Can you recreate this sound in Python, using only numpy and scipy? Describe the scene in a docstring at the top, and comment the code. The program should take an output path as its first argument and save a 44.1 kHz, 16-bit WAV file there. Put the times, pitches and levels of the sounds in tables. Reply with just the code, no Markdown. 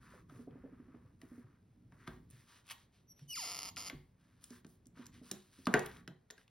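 """Fingers rubbing and pressing a clear plastic door come first, up close, on a hinged stamping tool on a craft table.
The stamp tears off the card in a rising crackle; the door swings on a creaking hinge, made of single slips.
A taped magnet is picked off the card and snaps down on the steel base with two knocks; hands brush the paper.
Blows are short forces exciting modes of table, frame and base; rubbing is coloured grains of noise.
Place: a small room with still air. Distance: close. Microphone: stereo."""
import sys
import numpy as np
from scipy import signal
from scipy.fft import rfft, irfft, next_fast_len
from scipy.io import wavfile
from scipy.ndimage import uniform_filter1d

SR = 44100
rng = np.random.default_rng(int(sys.argv[2]) if len(sys.argv) > 2 else 0)


def transcribe(u):
    """Save the signal u as a 16-bit wav file named by the first command-line argument.

    u: samples, shape (n,) or (channels, n), limited to [-1, 1]; the rate is SR.
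    q: integer samples, one column per channel.
    """
    v = np.clip(np.atleast_2d(u).T, -1, 1)
    q = np.round(v * 32767).astype(np.int16)
    wavfile.write(sys.argv[1], SR, q)


N = 286639
TIME = np.arange(N) / SR
HIT_TIME = TIME[:SR // 2]  # time axis of one blow or echo


def amp(db):
    """Decibels to gain."""
    return 10 ** (np.asarray(db) / 20)


def rms_one(x):
    """Scale to rms 1."""
    return x / np.sqrt(np.mean(x ** 2) + 1e-20)


def peak_one(x):
    """Scale to peak 1."""
    return x / (np.abs(x).max() + 1e-20)


def level(rows):
    """Gain over time from a dB curve."""
    return amp(np.interp(TIME, *np.transpose(rows)))


def at_hz(points, hz):
    """Read a table on a log-frequency axis."""
    f, value = np.transpose(points)
    return np.interp(np.log(hz + 1e-9), np.log(f), value)


def colour(x, spectrum):
    """Give a steady sound a spectrum."""
    length = x.shape[-1]
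    size = next_fast_len(length)
    gain = amp(at_hz(spectrum, np.fft.rfftfreq(size, 1 / SR)))
    return irfft(rfft(x, size) * gain, size)[..., :length]


def resonance(x, hz, width):
    """Two-pole resonance with gain 1 on top; hz and width in Hz."""
    r = np.exp(-np.pi * width / SR)
    zeros = np.array([1, 0, -1]) * (1 - r * r) / 2
    poles = [1, -2 * r * np.cos(2 * np.pi * hz / SR), r * r]
    return signal.lfilter(zeros, poles, x + 1e-18)


def through(x, response):
    """Pass a sound through an impulse response."""
    return signal.fftconvolve(x, response)[:len(x)]


def add(out, s, sound):
    """Mix a sound in at time s."""
    start = max(0, round(s * SR))
    out[start:start + len(sound)] += sound[:max(0, N - start)]


def gesture(start, length, attack_s, release_s):
    """Envelope of a movement: it gathers speed, holds and comes to rest."""
    age = TIME - start
    return np.clip(np.minimum(age / attack_s, (length - age) / release_s), 0, 1)


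def grains(per_s, spread_db):
    """Random tiny slips of uneven size."""
    sizes = amp(spread_db * np.clip(rng.standard_normal(N), -2, 2))
    return (rng.random(N) < per_s / SR) * sizes * rng.standard_normal(N)


def push(hz, cycles):
    """A contact force that swells and dies within a few cycles."""
    age = HIT_TIME * hz / cycles
    swell = age * np.exp(-np.minimum(age, 50))
    return peak_one(swell * np.sin(2 * np.pi * hz * HIT_TIME))


def ringing(modes, scatter_db):
    """Struck modes, with new strengths for each blow."""
    hz, db, t60 = np.transpose(modes)[:, :, None]
    gain = amp(db + scatter_db * rng.standard_normal(db.shape))
    decay = np.exp(-np.log(1000) * HIT_TIME / t60)
    return np.sum(gain * decay * np.cos(2 * np.pi * hz * HIT_TIME), axis=0)


def dense_modes(decay_s):
    """Countless close modes of a plate, heard as quickly dying noise; unit energy."""
    tail = rng.standard_normal(len(HIT_TIME)) * np.exp(-HIT_TIME / decay_s)
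    return tail / np.linalg.norm(tail)


def struck(force, modes, direct, dense, decay_s):
    """A body flexes under the force, then rings in a few strong modes and many weak ones."""
    ring = ringing(modes, scatter_db=5.0)
    response = ring / np.linalg.norm(ring) + dense * dense_modes(decay_s)
    return peak_one(direct * force + peak_one(through(force, response)))


def tick(hz, breadth, decay_s):
    """A hard point contact: a sharp crack and a few milliseconds of splinters."""
    return peak_one(resonance(dense_modes(decay_s), hz, hz * breadth))


# how alike left and right are in the diffuse field: f/Hz, likeness/0-1
LIKENESS = [(100, .97), (330, .85), (520, .05), (850, .05), (1200, .55), (2000, .85), (3300, .85),
            (4200, .55), (6000, .45), (13000, .5), (16000, .1)]


def diffuse(size):
    """Stereo noise arriving from all sides, its channels more alike in some bands than in others."""
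    mid, side = rfft(rng.standard_normal((2, size)))
    alike = np.clip(at_hz(LIKENESS, np.fft.rfftfreq(size, 1 / SR)), 0, 1)
    shared = np.sqrt((1 + alike) / 2) * mid
    opposed = np.sqrt((1 - alike) / 2) * side * [[1], [-1]]
    return irfft(shared + opposed, size)


# spectrum of the still air at the microphone: f/Hz, relative level/dB
AIR_COLOUR = [(20, 0.5), (50, 7), (120, 16.5), (250, -6), (500, 3), (1000, -5), (2500, -13), (5000, -46),
              (9000, -74), (13000, -57.5), (16000, -71)]


def still_air():
    """Quiet, steady air: diffuse noise, strongest in the bass, under everything at the microphone."""
    noise = diffuse(next_fast_len(N))[:, :N]
    return amp(-76) * rms_one(colour(noise, AIR_COLOUR))


# decay of the room: f/Hz, t60/s
ROOM_T60 = [(100, 0.27), (400, 0.36), (1500, 0.34), (4000, 0.29), (12000, 0.21)]
# colour of its reflections: f/Hz, relative level/dB
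ROOM_COLOUR = [(60, -2), (200, 7.5), (450, 7.5), (800, 8.5), (1800, 4), (3000, 5.5), (6000, 2.5),
               (15000, 5)]


def room(x, wet_db, first_s):
    """Diffuse reflections that build up quickly and die away band by band."""
    noise, response = diffuse(len(HIT_TIME)), 0
    edges = np.geomspace(40, 18000, num=10)
    for low, high in zip(edges, edges[1:]):
        hz = np.sqrt(low * high)
        band = signal.sosfilt(signal.butter(2, [low, high], "band", fs=SR, output="sos"), noise)
        decay = np.exp(-np.log(1000) * HIT_TIME / at_hz(ROOM_T60, hz))
        response = response + band * amp(at_hz(ROOM_COLOUR, hz)) * decay
    response = response * (1 - np.exp(-(HIT_TIME / first_s) ** 2))
    return x + amp(wet_db) * np.array([through(x, r / np.linalg.norm(r)) for r in response])


# low rumble of the table under the hands: t/s, level/dB before the trim
RUMBLE = [(0.0, -62), (0.58, -60.5), (1.66, -68), (2.21, -59.5), (2.51, -73.5), (3.31, -68), (3.82, -61),
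          (4.07, -71.5), (4.96, -67), (5.16, -59), (5.41, -75.5), (5.61, -70), (5.79, -57), (5.99, -57.5),
          (6.15, -75), (6.5, -78)]
RUMBLE_TRIM_DB = -1.5
# spectrum of that rumble: f/Hz, relative level/dB
RUMBLE_COLOUR = [(20, -16.5), (45, 1.5), (80, 6), (140, 3), (260, 1.5), (400, -10.5), (800, -44)]
# sway of the table as weight is lifted or the door lands: t/s, level/dB from which it falls
SWAYS = [(2.089, -53), (3.934, -53)]
# spectrum of the sway: f/Hz, relative level/dB
SWAY_COLOUR = [(15, -48), (28, -14), (45, 0.5), (80, -5), (130, -10), (250, -45.5)]
SWAY_ATTACK_S, SWAY_FALL_DB_PER_S = 0.0067, 123


def shaking():
    """The weight of the hands makes the table rumble; a sudden change of load sets it swaying."""
    sway = rms_one(colour(rng.standard_normal(N), SWAY_COLOUR))
    rumble = rms_one(colour(rng.standard_normal(N), RUMBLE_COLOUR))
    swing = np.zeros(N)
    for s, db in SWAYS:
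        age = TIME - s
        onset = np.clip(age / SWAY_ATTACK_S, 0, 1)
        swing += onset * amp(db - SWAY_FALL_DB_PER_S * np.maximum(age, 0))
    return swing * sway + amp(RUMBLE_TRIM_DB) * level(RUMBLE) * rumble


# strokes of skin over plastic and card: start t/s, length/s, dull rub level/dB, rub centre f/Hz,
# bright hiss level/dB, hiss tilt/(dB per octave)
STROKES = [(0.0, .24, -66, 1410, -75.5, 1), (0.283, 0.19, -70.5, 1350, -76, 3),
           (0.477, 0.52, -75.5, 1390, -103, -6), (0.913, .24, -79, 1230, -100, 2),
           (1.19, 0.26, -75, 1610, -80, 6), (1.388, 0.22, -78.5, 1420, -100, -4),
           (1.903, 0.13, -76.5, 1520, -88, 3), (1.976, .23, -69, 1680, -79.5, -1.5),
           (2.063, 0.038, -50, 1200, -58, 0), (2.287, 0.2, -75.5, 1900, -73.5, .8),
           (2.459, 0.18, -71, 1490, -68.5, -1.9), (2.633, 0.24, -78, 1330, -73, -2),
           (2.912, 0.13, -92, 1526, -78.5, -4.5), (3.157, 0.13, -103, 1300, -76, -3),
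           (4.172, 0.37, -84, 1620, -88, -1.5), (4.403, 0.12, -83, 1300, -68.5, 5),
           (4.489, 0.13, -68, 1600, -66.5, 2.5), (4.655, 0.13, -91, 1400, -74.5, 8),
           (4.944, 0.17, -66.5, 1440, -71, -3), (5.115, 0.11, -70.5, 2040, -68, -3),
           (5.219, 0.22, -71.5, 1430, -66.5, 0.5), (5.394, 0.15, -83, 1700, -76.5, .8),
           (5.503, 0.52, -77.5, 1640, -70.5, 0), (5.705, 0.2, -54, 1490, -70, 7),
           (5.868, 0.19, -68, 1610, -83.5, 4), (6.357, .1, -77, 1615, -73.5, -1)]
# spectrum of the dull rub: f/Hz, relative level/dB
RUB_COLOUR = [(300, 4.5), (750, -7), (1100, 3), (1450, -0.5), (1950, -3), (2600, -6.5), (5000, -32.5),
              (9000, -54.5)]
# spectrum of the bright hiss: f/Hz, relative level/dB
HISS_COLOUR = [(1200, -5), (2800, 7), (5000, 5.5), (7500, 3.5), (10000, 3), (13000, -3.5), (16000, -5.5)]
STROKE_ATTACK_S, STROKE_RELEASE_S = 0.034, 0.071
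RUB_WIDTH_HZ = 940


def rubbing():
    """Skin slides in countless small slips; each stroke takes its colour from the spot that it rubs."""
    dull = rms_one(colour(grains(per_s=3500, spread_db=3), RUB_COLOUR))
    bright = rms_one(colour(grains(per_s=7000, spread_db=2), HISS_COLOUR))
    out = amp(-98) * dull + amp(-90) * bright  # resting hands are never quite still
    for s, length, dull_db, rub_hz, bright_db, tilt_db in STROKES:
        span = slice(max(0, round(s * SR)), round((s + length) * SR))
        rub = rms_one(resonance(dull[span], rub_hz, RUB_WIDTH_HZ))
        tilt = [(1000, 0), (16000, 4 * tilt_db)]  # four octaves
        hiss = rms_one(colour(bright[span], tilt))
        motion = gesture(s, length, STROKE_ATTACK_S, STROKE_RELEASE_S)[span]
        out[span] += motion * (amp(dull_db) * rub + amp(bright_db) * hiss)
    return out


# fingertips working to and fro, and palms landing: t/s, push level/dB, push f/Hz, knuckle knock level/dB
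# (levels before the trims in the function)
PRESSES = [(0.137, -59, 265, -63), (0.321, -49.5, 273, -76), (0.348, -53.5, 109, -73),
           (0.391, -44, 245, -62), (0.472, -44.5, 263, -55.5), (0.519, -53, 135, -68),
           (0.555, -45.5, 268, -63.5), (0.637, -44.5, 266, -56), (0.725, -47.5, 265, -68.5),
           (0.799, -46.5, 277, -69), (0.882, -50, 259, -72), (0.943, -45.5, 269, -63.5),
           (1.046, -52.5, 97, -75), (1.232, -46, 266, -72), (1.315, -44, 248, -67.5),
           (1.378, -46, 273, -70), (1.44, -52.5, 108, -77), (1.839, -56.5, 120, -94),
           (2.17, -53.5, 260, -84), (2.327, -51, 123, -80), (3.217, -48, 140, -82), (3.93, -41, 268, -71),
           (3.943, -47, 154, -71), (4.506, -45, 249, -67.5), (4.863, -53, 263, -88), (4.928, -56, 187, -89),
           (4.968, -53, 238, -69.5), (4.991, -42.5, 245, -64), (5.214, -47, 256, -69),
           (5.587, -49.5, 257, -73.5), (6.095, -46, 160.6, -81)]
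# strong modes of table and base: f/Hz, relative level/dB before scatter, t60/s
TABLE_MODES = [(122, -11, .2), (143, -6, .25), (160, -7, .15), (197, -6, .15), (240, -6, .11),
               (270, -4, .12), (315, -7, .09), (363, -3, .22), (427, -7, .18), (490, -14, .12),
               (606, -9, .18), (700, -14, .13)]


def presses():
    """Soft flesh excites the table's low modes; a firmer finger adds a dull knock."""
    out = np.zeros(N)
    for s, db, hz, knock_db in PRESSES:
        flesh = struck(push(hz, cycles=1.0), TABLE_MODES, direct=0.13, dense=0.9, decay_s=0.019)
        knuckle = peak_one(through(push(473, cycles=0.46), dense_modes(decay_s=0.019)))
        add(out, s, amp(db - 1.0) * flesh)
        add(out, s, amp(knock_db + 8) * knuckle)
    return out


# small ticks of nails, tape and card: t/s, peak level/dB before a 5 dB lift, centre f/Hz
TICKS = [(0.509, -69.5, 2630), (2.302, -54.5, 9600), (2.309, -52.5, 9600), (2.668, -61, 8000),
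         (2.679, -56, 2650), (2.69, -57, 2750), (2.6995, -45, 2800), (2.7135, -48.5, 2590),
         (3.7622, -44, 5030), (4.441, -43, 7440), (4.505, -52.5, 5440), (4.666, -58, 7200),
         (4.857, -61.5, 5750), (4.869, -53.5, 7400), (5.058, -49.5, 6600), (5.066, -47.5, 6400),
         (5.314, -31.5, 6860), (5.656, -44.5, 4500), (5.7928, -37.5, 6500), (5.8602, -38, 9900),
         (5.8635, -46, 3100), (5.915, -56.5, 3970), (5.968, -55, 2980), (6.308, -42.5, 6040),
         (6.414, -64.5, 2170), (6.479, -60, 2690)]


def ticks():
    """Nails, tape and card edges touch at a point, each a crack of noise around its own pitch."""
    out = np.zeros(N)
    for s, db, hz in TICKS:
        add(out, s, amp(db + 5.0) * tick(hz, breadth=0.37, decay_s=0.0022))
    return out


# spectrum of the tearing ink: f/Hz, relative level/dB
PEEL_COLOUR = [(400, -20), (800, -10), (1150, 1), (1800, -4), (2700, 1), (3800, -6), (6000, -7),
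               (10000, -7), (16000, -15)]
# the stamp tears off the card, ever louder until it lets go
PEEL_FREE_S, PEEL_DB, PEEL_RISE_DB_PER_S, PEEL_FALL_DB_PER_S = 2.713, -43.5, 706, 900


def peel():
    """Tacky ink tears away from the card in a short crackle that swells until the stamp is free."""
    crackle = grains(per_s=5000, spread_db=3)
    age = TIME - PEEL_FREE_S
    below_db = np.maximum(-age * PEEL_RISE_DB_PER_S, age * PEEL_FALL_DB_PER_S)
    return amp(PEEL_DB - below_db) * rms_one(colour(crackle, PEEL_COLOUR))


# pushes on the door, during which the hinge sounds: start t/s, length/s, attack/s, level/dB, fade/(dB per s)
HINGE_PUSHES = [(3.065, .07, 0.066, -51.5, 35), (3.14, 0.11, .03, -72.5, 20), (3.271, 0.09, 0.037, -46, -4),
                (3.339, 0.37, 0.02, -42, 16), (3.767, 0.11, 0.0088, -44, 79), (3.848, 0.15, 0.019, -47, 0)]
HINGE_RELEASE_S = 0.018


def hinge_effort():
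    """Each push on the door builds up, then eases off; the creak grows with the square of the push."""
    effort = np.zeros(N)
    for s, length, attack_s, db, fade in HINGE_PUSHES:
        fading = amp(db - fade * np.clip(TIME - s, 0, length))
        effort += gesture(s, length, attack_s, HINGE_RELEASE_S) ** 2 * fading
    return effort


# stick-slip in the first squeak: t/s, slips/(1/s)
SQUEAK_RATE = [(3.07, 5980), (3.135, 5580), (3.17, 5850), (3.245, 5480)]
# stick-slip in the long swing: t/s, slips/(1/s)
SWING_RATE = [(3.25, 3170), (3.327, 2850), (3.336, 2530), (3.353, 2250), (3.364, 1440), (3.385, 1030),
              (3.44, 660), (3.47, 240), (3.59, 105), (3.68, 215)]
# stick-slip in the last push: t/s, slips/(1/s)
LAST_PUSH_RATE = [(3.81, 240), (3.835, 130), (3.89, 290)]
# resonances of hinge and door: f/Hz, width/Hz, relative level/dB
HINGE_MODES = [(274, 180, -10.5), (920, 730, -6.5), (1330, 72, 0.5), (2055, 410, -4), (2950, 670, -3.5),
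               (4690, 310, 3.5), (5080, 260, 6), (5600, 570, 1.5), (6730, 98, 5), (8300, 970, -10.5),
               (10860, 185, 0.5), (12500, 1100, -6), (15000, 2800, -16)]


def hinge(jitter=0.2, squeal_jitter=0.008, uneven_db=3.0, door_s=0.004, door_share=0.6):
    """Slips come so fast at first that they squeal, then slow to a ratcheting creak."""
    rate = np.interp(TIME, *np.transpose(SQUEAK_RATE + SWING_RATE + LAST_PUSH_RATE), left=0, right=0)
    turns = np.cumsum(rate) / SR
    at = np.interp(np.arange(1, int(turns[-1])), turns, np.arange(N))  # in samples
    gap = np.gradient(at)
    chance = rng.standard_normal((len(at), 2))
    # slow slips are less regular in time and strength than the squeal
    slowness = gap / gap.max()
    at = at + chance[:, 0] * gap * (squeal_jitter + jitter * slowness)
    strength = amp(uneven_db * chance[:, 1] * slowness ** 0.67)
    # windowed-sinc pulses place each slip between samples
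    near = at.astype(int)[:, None] + np.arange(-8, 9)
    offset = near - at[:, None]
    pulse = np.sinc(offset) * np.sinc(offset / 9)
    slips = np.bincount(near.ravel(), (pulse * strength[:, None]).ravel(), N)[:N]
    body = np.zeros(N)
    for k, (hz, width, db) in enumerate(HINGE_MODES):
        body += (-1) ** k * amp(db) * resonance(slips, hz, width)
    # bending waves in the door smear each slip into a short chirp: all-pass delays around three pitches
    for hz in (2500, 4300, 4800):
        body = body - 2 * resonance(body, hz, 1200)
    body = body + door_share * through(body, dense_modes(door_s))
    # even out the loudness, so that the push sets the level
    power = np.maximum(uniform_filter1d(body ** 2, size=1600), 0)
    return hinge_effort() * body / np.sqrt(power + 1e-6)


# hard knocks of door and magnet: t/s, clack level/dB, thud level/dB, thud f/Hz, clack f/Hz,
# clack length/cycles before stretching, crack level/dB (levels before the trims in the function)
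KNOCKS = [(0.297, -48, -68, 134, 1270, 0.67, -62.5), (0.3589, -57.5, -59, 250, 1140, 0.69, -67),
          (1.216, -48, -79, 263, 1950, 0.89, -53), (1.9224, -49, -63, 202, 1330, 0.12, -67),
          (2.076, -33, -43.5, 206, 1250, 0.58, -40.5), (3.193, -64.5, -76, 200, 1520, 0.17, -58),
          (3.7686, -44, -72, 243, 1385, 1.7, -36.5), (3.8985, -32, -59, 270, 2150, 0.73, -35.5),
          (4.647, -49.5, -51, 242, 1400, 0.36, -55), (5.313, -39, -46, 284, 2030, 0.09, -38.5),
          (5.6696, -19, -30, 235, 1194, 0.55, -31), (5.74, -9.5, -26.5, 330, 1790, 0.39, -23),
          (6.0769, -41.5, -49.5, 250, 1490, 0.47, -41), (6.3027, -45, -62, 437, 1814, 1.7, -44),
          (6.3792, -53, -72, 265, 1620, 2.2, -56.5)]
# modes of the plastic frame: f/Hz, relative level/dB before scatter, t60/s
FRAME_MODES = [(950, -24, .07), (1135, -18, .1), (1290, -17, .1), (1440, -18, .1), (1555, -17, .1),
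               (1820, -19, .06), (1930, -20, .05), (2050, -19, .06), (2125, -18, .07), (2300, -22, .04)]
BOARD_HZ, BOARD_DB = 653, -18.5  # the base plate's hollow note, relative to the tabled clack level


def knocks():
    """Each knock cracks at the contact, clacks in frame and base plate and reaches the table a moment later."""
    out = np.zeros(N)
    stiff = signal.butter(2, 110, "high", fs=SR, output="sos")  # the table barely follows in the deep bass
    for s, clack_db, thud_db, thud_hz, clack_hz, cycles, crack_db in KNOCKS:
        frame = struck(push(clack_hz, cycles=0.29), FRAME_MODES, direct=0.1, dense=2.2, decay_s=0.046)
        table = struck(push(thud_hz, cycles=0.37), TABLE_MODES, direct=0.18, dense=2.2, decay_s=0.013)
        board = peak_one(through(push(BOARD_HZ, cycles=0.67), dense_modes(decay_s=0.03)))
        add(out, s - 0.0002, amp(clack_db - 4.0) * push(clack_hz, cycles * 2.3))
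        add(out, s + 0.001034, amp(clack_db - 9.5) * frame)
        add(out, s + 0.002, amp(clack_db + BOARD_DB) * board)
        add(out, s + 0.003, amp(thud_db + 7) * signal.sosfilt(stiff, table))
        add(out, s, amp(crack_db + 3) * tick(2300, breadth=0.98, decay_s=0.0023))
    return out


def scene():
    """Everything on the table sounds into the room, over still air."""
    table = shaking() + rubbing() + presses() + ticks() + peel() + hinge() + knocks()
    return still_air() + room(table, wet_db=-8.5, first_s=0.0017)


# phase between the microphone's channels: f/Hz, left lead/rad
PORT_PHASE = [(0, 0), (400, -.15), (1800, 0), (2500, .5), (3300, .03), (4400, .8), (5100, .1), (6000, 1.3),
              (7000, 3.1), (7800, 3.3), (9800, 6.2), (11000, 6.45), (13000, 9.4), (14700, 9.9),
              (15500, 12.2)]
CUTOFF_HZ = 16200 - 300


def record(dry):
    """The stereo microphone's channels differ in phase and a little in level; the top is cut."""
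    size = next_fast_len(N + SR // 10)
    hz = np.fft.rfftfreq(size, 1 / SR)
    side = np.array([[1], [-1]]) / 2  # each channel takes half of the difference
    balance_db = at_hz([(80, 1.0), (270, -2.0), (600, -1.0), (1500, 1.2), (8000, -0.1)], hz)
    lead = np.interp(hz, *np.transpose(PORT_PHASE))
    ports = amp(side * balance_db) * np.exp(1j * side * lead)
    sound = irfft(rfft(dry, size) * ports, size)[:, :N]
    return signal.sosfilt(signal.ellip(10, 0.1, 80, CUTOFF_HZ, fs=SR, output="sos"), sound)


dry = scene()
out = record(dry)
transcribe(out)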